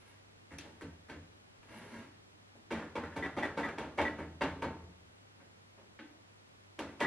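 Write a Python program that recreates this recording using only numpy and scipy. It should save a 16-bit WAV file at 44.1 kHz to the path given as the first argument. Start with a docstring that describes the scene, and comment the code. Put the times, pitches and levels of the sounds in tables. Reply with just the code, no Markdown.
"""Setting a table saw fence

A small workshop, close to an idle table saw, in mid-side stereo over a faint hum and hiss. A hand sets the
aluminium fence against a folding ruler: the clamp clicks, the fence is pushed along its rail, then nudged
on by light knocks of the fingers. Each knock makes it chatter in its play and ring, and sets the table
swinging; after some it skids a little, and stick-slip on the rail makes it squeak."""
import sys
import numpy as np
from scipy import signal
from scipy.fft import rfft, irfft, next_fast_len
from scipy.io import wavfile
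from scipy.ndimage import uniform_filter1d

SR = 44100
rng = np.random.default_rng(int(sys.argv[2]) if len(sys.argv) > 2 else 0)


def waveform_to_disk(signal):
    """Save audio, clipped to [-1, 1], as 16-bit WAV at the path in sys.argv[1]."""
    frames = np.transpose(np.atleast_2d(signal))
    scaled = np.clip(frames, -1, 1) * 32767
    samples = np.round(scaled).astype(np.int16)
    wavfile.write(sys.argv[1], SR, samples)


N = 311478
TIME = np.arange(N) / SR
TAIL = TIME[:2 ** 15]  # seconds since a contact

# room tone in the mid and in the side channel: freq_hz, level_db
HISS_MID = [(20, -14), (35, -5), (60, -5), (100, 0), (135, -0.8), (200, -2), (450, -6), (900, -10.5),
            (2000, -14), (4000, -19), (8000, -26.5), (11500, -33), (14000, -47)]
HISS_SIDE = [(20, -10), (60, -30), (150, -8), (450, -6.5), (1200, -10), (3000, -14.5), (7000, -23.5),
             (11500, -32), (14000, -29)]
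# decay of the workshop's echo, and of the metal's dense ring: freq_hz, t60_s
ROOM_DECAY = [(80, 0.61), (250, 0.99), (600, 0.75), (2000, 0.43), (5000, 0.68), (11000, 0.48)]
METAL_DECAY = [(80, 0.97), (300, 0.4), (1500, 0.35), (4000, 0.29), (11000, 0.095)]
# clear modes of the fence, relative to its dense ring: pitch_hz, level_db, t60_s
FENCE_MODES = [(226, 9, 0.44), (281.9, 5, 0.2), (311, 1.5, 0.2), (412.8, -1, 0.31), (461.8, 0.5, 0.15),
               (552, 7, 0.097), (592.4, 1, 0.26), (704, 3, 0.31), (854.5, 10.5, 0.15), (933, 9.5, 0.06),
               (1260, -0.5, 0.18), (1423, -7.5, 0.32), (1580, 1, 0.028), (1770, 1.5, 0.14), (2005, 4, 0.29),
               (2265, 4.5, 0.021), (2762, 5.5, 0.05), (3180, 7, 0.041), (3530, 0, 0.029), (4220, 0, .07),
               (4650, 2, 0.091), (5830, 6, 0.026)]
# what the fence radiates toward the microphone: freq_hz, gain_db
FENCE_COLOUR = [(30, -34), (60, -10), (110, -7), (170, -1.5), (198, -7.5), (225, 0), (280, 3), (480, -1.5),
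                (750, -6.5), (1150, -10), (1750, -11.5), (2350, -17.5), (2780, -21), (3000, -24.5),
                (3200, -24.5), (4600, -32.5), (5200, -35.5), (5800, -36), (10500, -44), (13000, -55)]
# stereo width of the handling: freq_hz, side_gain_db
STEREO_WIDTH = [(60, -25), (200, -46), (500, -19.5), (1200, -12.5), (2000, -11), (3200, -3.5), (6000, 2.5),
                (11000, 5.5)]
# slow pushes along the rail: start_s, length_s, level_db, relative_grit_db
RAIL_PUSHES = [(-.08, 0.19, -68.5, 14.5), (1.65, 0.18, -52, 2), (1.851, 0.14, -50.5, -6)]
# colour of steady sliding friction: freq_hz, gain_db
FRICTION_COLOUR = [(60, 6), (160, 4), (228, -2), (290, -0.5), (520, -2), (850, -2.5), (2000, 5), (4000, 6),
                   (10000, 9.5)]
# finger knocks: start_s, level_db, chatter_s, bite_db, clack_db, edge_db, hand_weight_db, bending_db
FINGER_KNOCKS = [(0.505, -56, 0.02, 10, 5, 13, -60, -54), (0.642, -54, .037, 0, 3, 7, -85, -75),
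                 (0.809, -50.5, 0.0086, 6.5, 1, 11.5, -60, -54.5),
                 (1.084, -51.5, 0.021, 7.5, 5, 8, -61.5, -55), (2.547, -64.5, 0.0068, -8, -9, 12, -83, -62),
                 (2.704, -37, 0.022, 4, 4, -2, -55, -49),
                 (2.953, -34, 0.0095, -1.5, -0.5, -3.5, -53.5, -45),
                 (3.159, -37.5, 0.011, -1.5, -2, 1, -53.5, -65),
                 (3.366, -34, 0.014, 0.5, 2.5, -1.5, -56.5, -43),
                 (3.57, -33.5, 0.015, -0.5, 1, -0.5, -58.5, -42.5),
                 (3.776, -39, 0.034, -2.5, 0.5, -5, -60.5, -51), (3.974, -42.5, 0.0078, -5, 5, 4, -75, -70),
                 (3.981, -28.5, 0.01, 2, 2.5, -6, -51, -36.5), (4.182, -42, 0.017, 4, -2.5, -1, -53, -43),
                 (4.408, -31, 0.014, 1.5, 4, -6, -48, -41.5),
                 (4.619, -35.5, 0.0065, 2, -1.5, -1, -49.5, -60),
                 (4.639, -37.5, 0.005, -15, -1, -8, -62, -61), (5.401, -64.5, 0.016, 6, -1, -7, -88, -83),
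                 (5.773, -60.5, 0.017, -3, 0, -9, -89, -70), (5.989, -54.5, 0.004, 9, 12, -4, -86, -51),
                 (6.786, -40, 0.021, -2.5, -9, -3, -64, -44.5), (6.994, -51, 0.0067, -1, 3, 4, -80, -75),
                 (7.005, -31.5, 0.0097, -7, 4.5, 0, -63, -37)]
# low modes of the saw table, and slow bending of the whole fence: pitch_hz, level_db, t60_s
TABLE_MODES = [(70, -21, 0.94), (81.3, 3, 1), (143.6, -3, 0.68), (175, -2, 1), (234.8, -1, 0.49)]
BENDING_MODES = [(228.5, -2, 0.29), (285, -1, 0.51), (321.7, -1.5, 0.45)]
# long notes of the fence's hollow profile: pitch_hz, level_db, t60_s
PROFILE_MODES = [(581, -1, 0.51), (899, -1.5, 0.57), (1063, -4.5, 0.4), (1213, -1.5, 0.11),
                 (1546, -10.5, 0.47), (2230, -9, 0.37), (2790, -34, 0.46), (4670, -23, 0.2)]
# the hand bears down on the clamp lever: start_s, length_s, level_db, tilt_db_per_octave
LEVER_BUMPS = [(.52, .06, -58, 0), (0.833, 0.087, -50.5, 1), (1.168, 0.07, -51, -2.5)]
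# dull body of the lever and its mount: pitch_hz, level_db, t60_s
LEVER_MODES = [(87, -1, 1), (161.5, -3.5, 0.53), (229, -3, 0.45), (280.4, -0.5, 0.37), (451.4, -7, 0.24),
               (518, -5.5, 0.23)]
# small steel parts of the clamp: pitch_hz, level_db, t60_s
CLAMP_MODES = [(2600, -52, 0.079), (4900, -62, .12), (5700, -50.5, 0.05), (6100, -57, 0.1),
               (10180, -49, 0.016), (10600, -62, 0.03)]
# metal on metal, at the clamp and the rail: start_s, level_db, treble_db
METAL_CLICKS = [(0.586, -58.5, 22.5), (0.606, -63.5, 22), (0.821, -55.5, 9), (1.097, -52.5, 7),
                (1.63, -64, 10), (2.712, -48, 8), (2.722, -46, 8), (2.728, -55, 11), (3.166, -55, 15),
                (3.783, -42.5, 7), (4.013, -46, 12.5), (4.417, -40, 7), (4.436, -42, 0), (6.79, -48, 15),
                (7.002, -48.5, 18.5)]
# taps that land on bare metal: start_s, level_db, tilt_db_per_octave
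BARE_TAPS = [(.815, -60.5, 1), (1.096, -56.5, 2), (4.412, -49, 2.5), (4.635, -55.5, 4.5), (5.991, -59.5, 0)]
# what the bare metal rings with: pitch_hz, level_db, t60_s
BARE_MODES = [(1522, -2, 0.28), (1554, -1.5, 0.39), (1530, -7, 0.19), (1720, -8, .3), (2566, -12, .27),
              (2790, -9.5, .3), (3420, -19, .35), (3840, -15, .2), (4250, -17.5, 0.35), (4600, -19.5, 0.22),
              (4660, -16, 0.18)]
# a pressing fingertip drags on the fence: start_s, length_s, level_db
FINGER_DRAGS = [(1.735, 0.11, -53), (1.915, 0.12, -51.5), (2.708, 0.11, -42.5)]
# low modes that the drag shakes: pitch_hz, level_db
DRAG_MODES = [(227.8, 3), (171, -10)]
# short skids along the rail: start_s, length_s, scrape_db, squeak_db, relative_overtone_db
RAIL_SKIDS = [(2.766, 0.098, -47, -76, -20), (3.03, 0.04, -45.5, -55, -20), (3.123, 0.027, -52, -66, -14),
              (3.224, 0.049, -40, -37, -21), (3.425, 0.04, -37.5, -36.5, -19),
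              (3.631, 0.04, -39.5, -39, -19), (3.673, 0.027, -42.5, -60, -14),
              (4.051, 0.04, -41.5, -34, -23), (6.873, 0.047, -56, -62, -22),
              (7.009, 0.037, -34.5, -38.5, -24), (7.046, 0.024, -44, -34.5, -22)]
# colour of a skid's scrape: freq_hz, gain_db
SCRAPE_COLOUR = [(300, 2.5), (900, 3), (1750, 10.5), (2500, 5.5), (3500, 6.5), (5000, 5), (9000, 5)]

FIRM_DB = -35  # level of a firm knock
WEIGHT_LAG_S = 0.0288  # the hand's weight lands this long after a knock


def undb(db):
    """Decibels to gain."""
    return 10 ** (np.asarray(db) / 20)


def unit(x):
    """Scale to an rms of one."""
    return x / np.sqrt(np.mean(x ** 2))


def lookup(points, hz):
    """Read (freq_hz, value) points on a log-frequency axis."""
    f, value = np.transpose(points)
    return np.interp(np.log(np.maximum(hz, 1)), np.log(f), value)


def causal(x, gain_at):
    """Minimum-phase filter; gain_at gives the gain for an array of frequencies."""
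    size = 2 * next_fast_len(x.shape[-1])
    cepstrum = irfft(np.log(gain_at(np.fft.rfftfreq(size, 1 / SR))))
    cepstrum[1:size // 2] *= 2
    cepstrum[size // 2 + 1:] = 0
    return irfft(rfft(x, size) * np.exp(rfft(cepstrum)))[..., :x.shape[-1]]


def colour(x, points):
    """Filter by (freq_hz, gain_db) points."""
    return causal(x, lambda hz: undb(lookup(points, hz)))


def even(x, band_hz=160):
    """Flatten a random burst to unit power, averaged over stretches of band_hz."""
    def gain_at(hz):
        power = np.abs(rfft(x, 2 * len(hz) - 2)) ** 2
        return (uniform_filter1d(power, int(band_hz / hz[1])) + 1e-12) ** -.5
    return causal(x, gain_at)


def through(x, response):
    """Convolve, keeping the length."""
    return signal.fftconvolve(np.atleast_2d(x), np.atleast_2d(response), axes=-1)[:, :x.shape[-1]]


def add(out, s, sound):
    """Mix a sound in at time s."""
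    start = max(int(s * SR), 0)
    out[:, start:start + sound.shape[-1]] += sound[..., :max(N - start, 0)]


def wander(size, rate_hz):
    """Smooth random motion with an rms of one, up to about rate_hz."""
    return unit(signal.sosfilt(signal.butter(4, rate_hz, fs=SR, output="sos"), rng.standard_normal(size)))


def grains(size, per_s, spread_db):
    """Tiny random collisions of uneven strength."""
    hits = (rng.random(size) < per_s / SR) * rng.choice([-1, 1], size)
    return hits * undb(spread_db * rng.standard_normal(size))


def dying_noise(t60s, band_count=6):
    """Countless overlapping modes: noise whose bands each die at their own rate."""
    spectrum = rfft(rng.standard_normal(len(TAIL)))
    centres_hz = np.geomspace(80, 11000, band_count)
    place = np.interp(np.fft.rfftfreq(len(TAIL), 1 / SR), centres_hz, np.arange(band_count))
    bands = irfft(spectrum * np.maximum(1 - np.abs(place - np.arange(band_count)[:, None]), 0))
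    decay = np.exp(-np.log(1000) * TAIL / lookup(t60s, centres_hz)[:, None])
    return even(np.sum(bands * decay, axis=0))


def swing(modes, press_s, detune, flutter_db):
    """Modes set swinging by one push; the hand's load shifts them and makes them die unevenly."""
    hz, db, t60 = np.transpose(modes)[:, :, None]
    loaded_hz = hz * (1 + detune * rng.standard_normal(hz.shape))
    uneven_db = flutter_db * np.tanh(wander((len(modes), len(TAIL)), rate_hz=23.5))
    envelope = undb(db + uneven_db) * np.exp(-np.log(1000) * TAIL / t60)
    ring = envelope * np.sin(2 * np.pi * (loaded_hz * TAIL + rng.random(hz.shape)))
    return np.sqrt(2) * (1 - np.exp(-TAIL / press_s)) * np.sum(ring, axis=0)


def tilted(modes, db_per_octave):
    """The same modes, brighter or duller as if struck harder or softer."""
    return [(hz, db + db_per_octave * np.log2(hz / modes[0][0]), t60) for hz, db, t60 in modes]


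def room_tone(hum_hz=99, hum_db=-68.5, waver=0.018, mid_db=-65.5, side_db=-62):
    """Smooth hiss all round the microphone, and a low, slightly wavering hum in the centre."""
    drift = unit(uniform_filter1d(rng.standard_normal(N), size=4000))
    hum = undb(hum_db) * unit(np.sin(2 * np.pi * np.cumsum(hum_hz * (1 + waver * drift)) / SR))
    mid = undb(mid_db) * unit(colour(rng.standard_normal(N), HISS_MID))
    side = undb(side_db) * unit(colour(rng.standard_normal(N), HISS_SIDE))
    return np.array([mid + hum, side])


def echo(wall_s=.012):
    """Mid and side echo off the workshop's near walls; it differs with the spot that sounds."""
    tail = np.array([dying_noise(ROOM_DECAY), dying_noise(ROOM_DECAY)])
    return np.pad(tail, ((0, 0), (int(wall_s * SR), 0)))[:, :len(TAIL)]


def fence_modes(spot_db=1.5):
    """The clear modes of the fence; how hard each is driven depends on the spot."""
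    hz, db, t60 = np.transpose(FENCE_MODES)[:, :, None]
    decay = np.log(1000) / t60
    weight = undb(db - spot_db * rng.standard_normal(hz.shape)) * rng.choice([-1, 1], hz.shape)
    return np.sum(2 * decay / SR * weight * np.exp(-decay * TAIL) * np.sin(2 * np.pi * hz * TAIL), axis=0)


def fence(crack_db=-5, echo_db=-6):
    """One contact as it reaches the microphone, mid and side: crack, clear modes, dense ring and room."""
    mid = dying_noise(METAL_DECAY) + fence_modes()
    mid[0] += undb(crack_db)
    side = dying_noise(METAL_DECAY)
    response = colour(np.array([mid, side]) + undb(echo_db) * echo(), FENCE_COLOUR)
    return response / np.linalg.norm(response[0])


def sliding_speed(s, length_s, attack_s=0.083, release_s=0.051):
    """A push gathers speed, holds it and runs out."""
    return np.clip((TIME - s) / attack_s, 0, 1) * np.exp(-np.maximum(TIME - s - length_s, 0) / release_s)


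def pushes(sing_hz=(9750, 10500), sing_db=(-32, -27), width_hz=450, flutter_db=3, grit_hz=3000, grit_db=3):
    """Steady sliding: grains of friction drive the fence; grit makes the rail hiss and sing fitfully."""
    speed = sum(undb(db) * sliding_speed(s, length_s) for s, length_s, db, _ in RAIL_PUSHES)
    gritty = sum(undb(db + extra_db) * sliding_speed(s, length_s)
                 for s, length_s, db, extra_db in RAIL_PUSHES)
    grit = unit(grains(N, per_s=630, spread_db=5))
    grit = signal.lfilter(*signal.butter(2, grit_hz, "high", fs=SR), grit)
    friction = colour(unit(grains(N, per_s=2900, spread_db=5)), FRICTION_COLOUR)
    out = through(speed * friction + undb(grit_db) * gritty * grit, fence())
    for hz, db in zip(sing_hz, sing_db):
        sing = signal.lfilter(*signal.iirpeak(hz, hz / width_hz, SR), rng.standard_normal((2, N)))
        out += undb(db) * gritty * unit(sing * undb(flutter_db * wander(N, rate_hz=17)))
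    return out


def contact(db, rise_s, chatter_s, body_db, bite_db, clack_db, edge_db, blow_s=0.061, tick_db=-17):
    """A blow shakes the fence in its play on the rail: a tick, then a dying burst of collisions."""
    tick = signal.lfilter(*signal.butter(2, 6500, "high", fs=SR), signal.unit_impulse(len(TAIL)))
    age, rise = TAIL / (2 * chatter_s), TAIL / rise_s
    shaking = (1 - np.exp(-rise)) * np.exp(-age - (age / 2) ** 2)
    force = even(grains(len(TAIL), per_s=1300, spread_db=5.5) * shaking)
    # the first touch is bright; the low push builds as the contact flattens
    low_push = signal.lfilter(*signal.butter(1, 900, fs=SR), force)
    force = force - np.exp(-rise / 1.04) * low_push + undb(tick_db) * tick
    force = colour(force, [(290, body_db), (1000, 0), (1900, bite_db), (3500, clack_db), (8000, edge_db)])
    return undb(db) * np.sqrt(blow_s * SR) * through(force, fence())


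def knocks(rise_s=.0032, firm_body_db=-4, hollow_db_per_db=0.21):
    """Fingers nudge the fence: firm knocks clack, light ones sound hollow."""
    out = np.zeros((2, N))
    for s, db, chatter_s, bite_db, clack_db, edge_db, *_ in FINGER_KNOCKS:
        body_db = firm_body_db + hollow_db_per_db * (FIRM_DB - db)
        add(out, s, contact(db, rise_s, chatter_s, body_db, bite_db, clack_db, edge_db))
    return out


def thumps():
    """Each knock bends the fence, and the hand's weight then sets the table swinging."""
    out = np.zeros((2, N))
    for s, *_, weight_db, bend_db in FINGER_KNOCKS:
        table = swing(TABLE_MODES, press_s=0.0016, detune=0.0254, flutter_db=4)
        bending = swing(BENDING_MODES, press_s=0.031, detune=0.0256, flutter_db=4)
        add(out[:1], s + WEIGHT_LAG_S, undb(weight_db) * table)
        add(out[:1], s, undb(bend_db) * bending)
    return out


def profile_ring(firm_ring_db=-47.5, db_per_db=1.18, side_db=-3):
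    """Every knock leaves the hollow profile singing the same few notes, louder after a firm one."""
    out = np.zeros((2, N))
    for s, db, *_ in FINGER_KNOCKS:
        ring_db = firm_ring_db + db_per_db * (db - FIRM_DB)
        notes = swing(PROFILE_MODES, press_s=0.0019, detune=0.0024, flutter_db=2)
        add(out, s, undb(ring_db) * notes * undb([[0], [side_db]]))
    return out


def lever_bumps(release_s=0.028):
    """The lever thuds under the hand, which stays on it and mutes it."""
    out = np.zeros((2, N))
    for s, length_s, db, tilt in LEVER_BUMPS:
        mute = np.exp(-np.maximum(TAIL - length_s, 0) / release_s)
        thud = swing(tilted(LEVER_MODES, tilt), press_s=0.0058, detune=.015, flutter_db=2)
        add(out[:1], s, undb(db) * mute * thud)
    return out


def finger_pads(pad_db=-1, swell_s=0.0088, soft_hz=330):
    """After each knock the soft fingertips land with the hand's weight and give the fence a dull push."""
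    force = np.zeros((1, N))
    press = TAIL / swell_s * np.exp(1 - TAIL / swell_s)
    for s, *_, weight_db, _ in FINGER_KNOCKS:
        add(force, s + WEIGHT_LAG_S, undb(weight_db) * press * rng.standard_normal(len(TAIL)))
    softened = signal.sosfilt(signal.butter(3, soft_hz, fs=SR, output="sos"), force)
    return undb(pad_db) * through(softened, fence())


def clamp(start_s=.585):
    """One snap sets the clamp's small steel parts pinging."""
    out = np.zeros((2, N))
    hz, db, t60 = np.transpose(CLAMP_MODES)[:, :, None]
    phase = rng.uniform(0, 2 * np.pi, (2, len(CLAMP_MODES), 1))
    envelope = undb(db) * np.exp(-np.log(1000) * TAIL / t60)
    add(out, start_s, np.sum(envelope * np.sin(2 * np.pi * hz * TAIL + phase), axis=1))
    return out


def clicks(rise_s=0.0002, chatter_s=0.0022, body_db=-1):
    """Metal meets metal: a very short, bright blow on the fence."""
    out = np.zeros((2, N))
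    for s, db, treble_db in METAL_CLICKS:
        add(out, s, contact(db, rise_s, chatter_s, body_db, treble_db / 2, treble_db, treble_db))
    return out


def tings(side_db=-2):
    """A tap on bare metal leaves a thin, bright ring."""
    out = np.zeros((2, N))
    for s, db, tilt in BARE_TAPS:
        ring = swing(tilted(BARE_MODES, tilt), press_s=0.0015, detune=.002, flutter_db=3)
        add(out, s, undb(db) * ring * undb([[0], [side_db]]))
    return out


def judders(attack_s=.018, release_s=.03, waver=0.021, flutter_db=2):
    """A dragged fingertip sticks and slips, and the fence shudders briefly on its low modes."""
    out = np.zeros((2, N))
    for s, length_s, db in FINGER_DRAGS:
        drag = np.clip(np.minimum(TAIL / attack_s, (length_s - TAIL) / release_s), 0, 1)
        phase_per_hz = 2 * np.pi * np.cumsum(1 + waver * wander(len(TAIL), rate_hz=44)) / SR
        shudder = sum(undb(mode_db) * np.sin(hz * phase_per_hz) for hz, mode_db in DRAG_MODES)
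        grip = undb(flutter_db * wander(len(TAIL), rate_hz=23))
        add(out[:1], s, undb(db) * drag * unit(shudder * grip))
    return out


def squeak(overtone_db, pitch_hz=1958, beat_hz=1750, beat_db=-12, overtone_hz=3550, flutter_db=2):
    """Uneven stick-slip locks onto the notes of the rail, never quite at the same pitch."""
    tuning = 1 + .0015 * rng.standard_normal()
    waver = .016 * wander(len(TAIL), rate_hz=360)
    phase_per_hz = 2 * np.pi * np.cumsum(tuning + waver) / SR
    grip = undb(flutter_db * wander(len(TAIL), rate_hz=330))
    notes = [(pitch_hz, 0), (beat_hz, beat_db), (overtone_hz, overtone_db)]
    return unit(grip * sum(undb(db) * np.sin(hz * phase_per_hz) for hz, db in notes))


def skids(attack_s=0.0016, release_s=0.011, fade_db_per_s=60, side_db=-3, echo_db=-13):
    """The fence skids on after a knock, scraping and squeaking, and fades as it slows."""
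    out = np.zeros((2, N))
    for s, length_s, scrape_db, squeak_db, overtone_db in RAIL_SKIDS:
        ramp = np.clip(np.minimum(TAIL / attack_s, (length_s - TAIL) / release_s), 0, 1)
        slip = np.sin(np.pi / 2 * ramp) ** 2 * undb(-fade_db_per_s * TAIL)
        friction = slip * unit(grains(len(TAIL), per_s=1400, spread_db=6.5))
        scrape = through(colour(friction, SCRAPE_COLOUR), fence())
        direct = slip * squeak(overtone_db)
        squeak_in_room = np.outer([1, undb(side_db)], direct) + undb(echo_db) * through(direct, echo())
        add(out, s, undb(scrape_db) * scrape + undb(squeak_db) * squeak_in_room)
    return out


def scene():
    """The handling and the room tone at the microphone, decoded from mid and side to left and right."""
    blows = knocks() + clicks() + clamp() + finger_pads()
    resonances = thumps() + profile_ring() + tings() + lever_bumps()
    sliding = judders() + skids() + pushes()
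    mid, side = blows + resonances + sliding
    mid, side = np.array([mid, colour(side, STEREO_WIDTH)]) + room_tone()
    return np.array([mid + side, mid - side])


def record(dry):
    """The recorder cuts the top steeply above 12750 Hz."""
    return signal.sosfilt(signal.ellip(8, .2, 60, 12750, fs=SR, output="sos"), dry)


dry = scene()
out = record(dry)
waveform_to_disk(out)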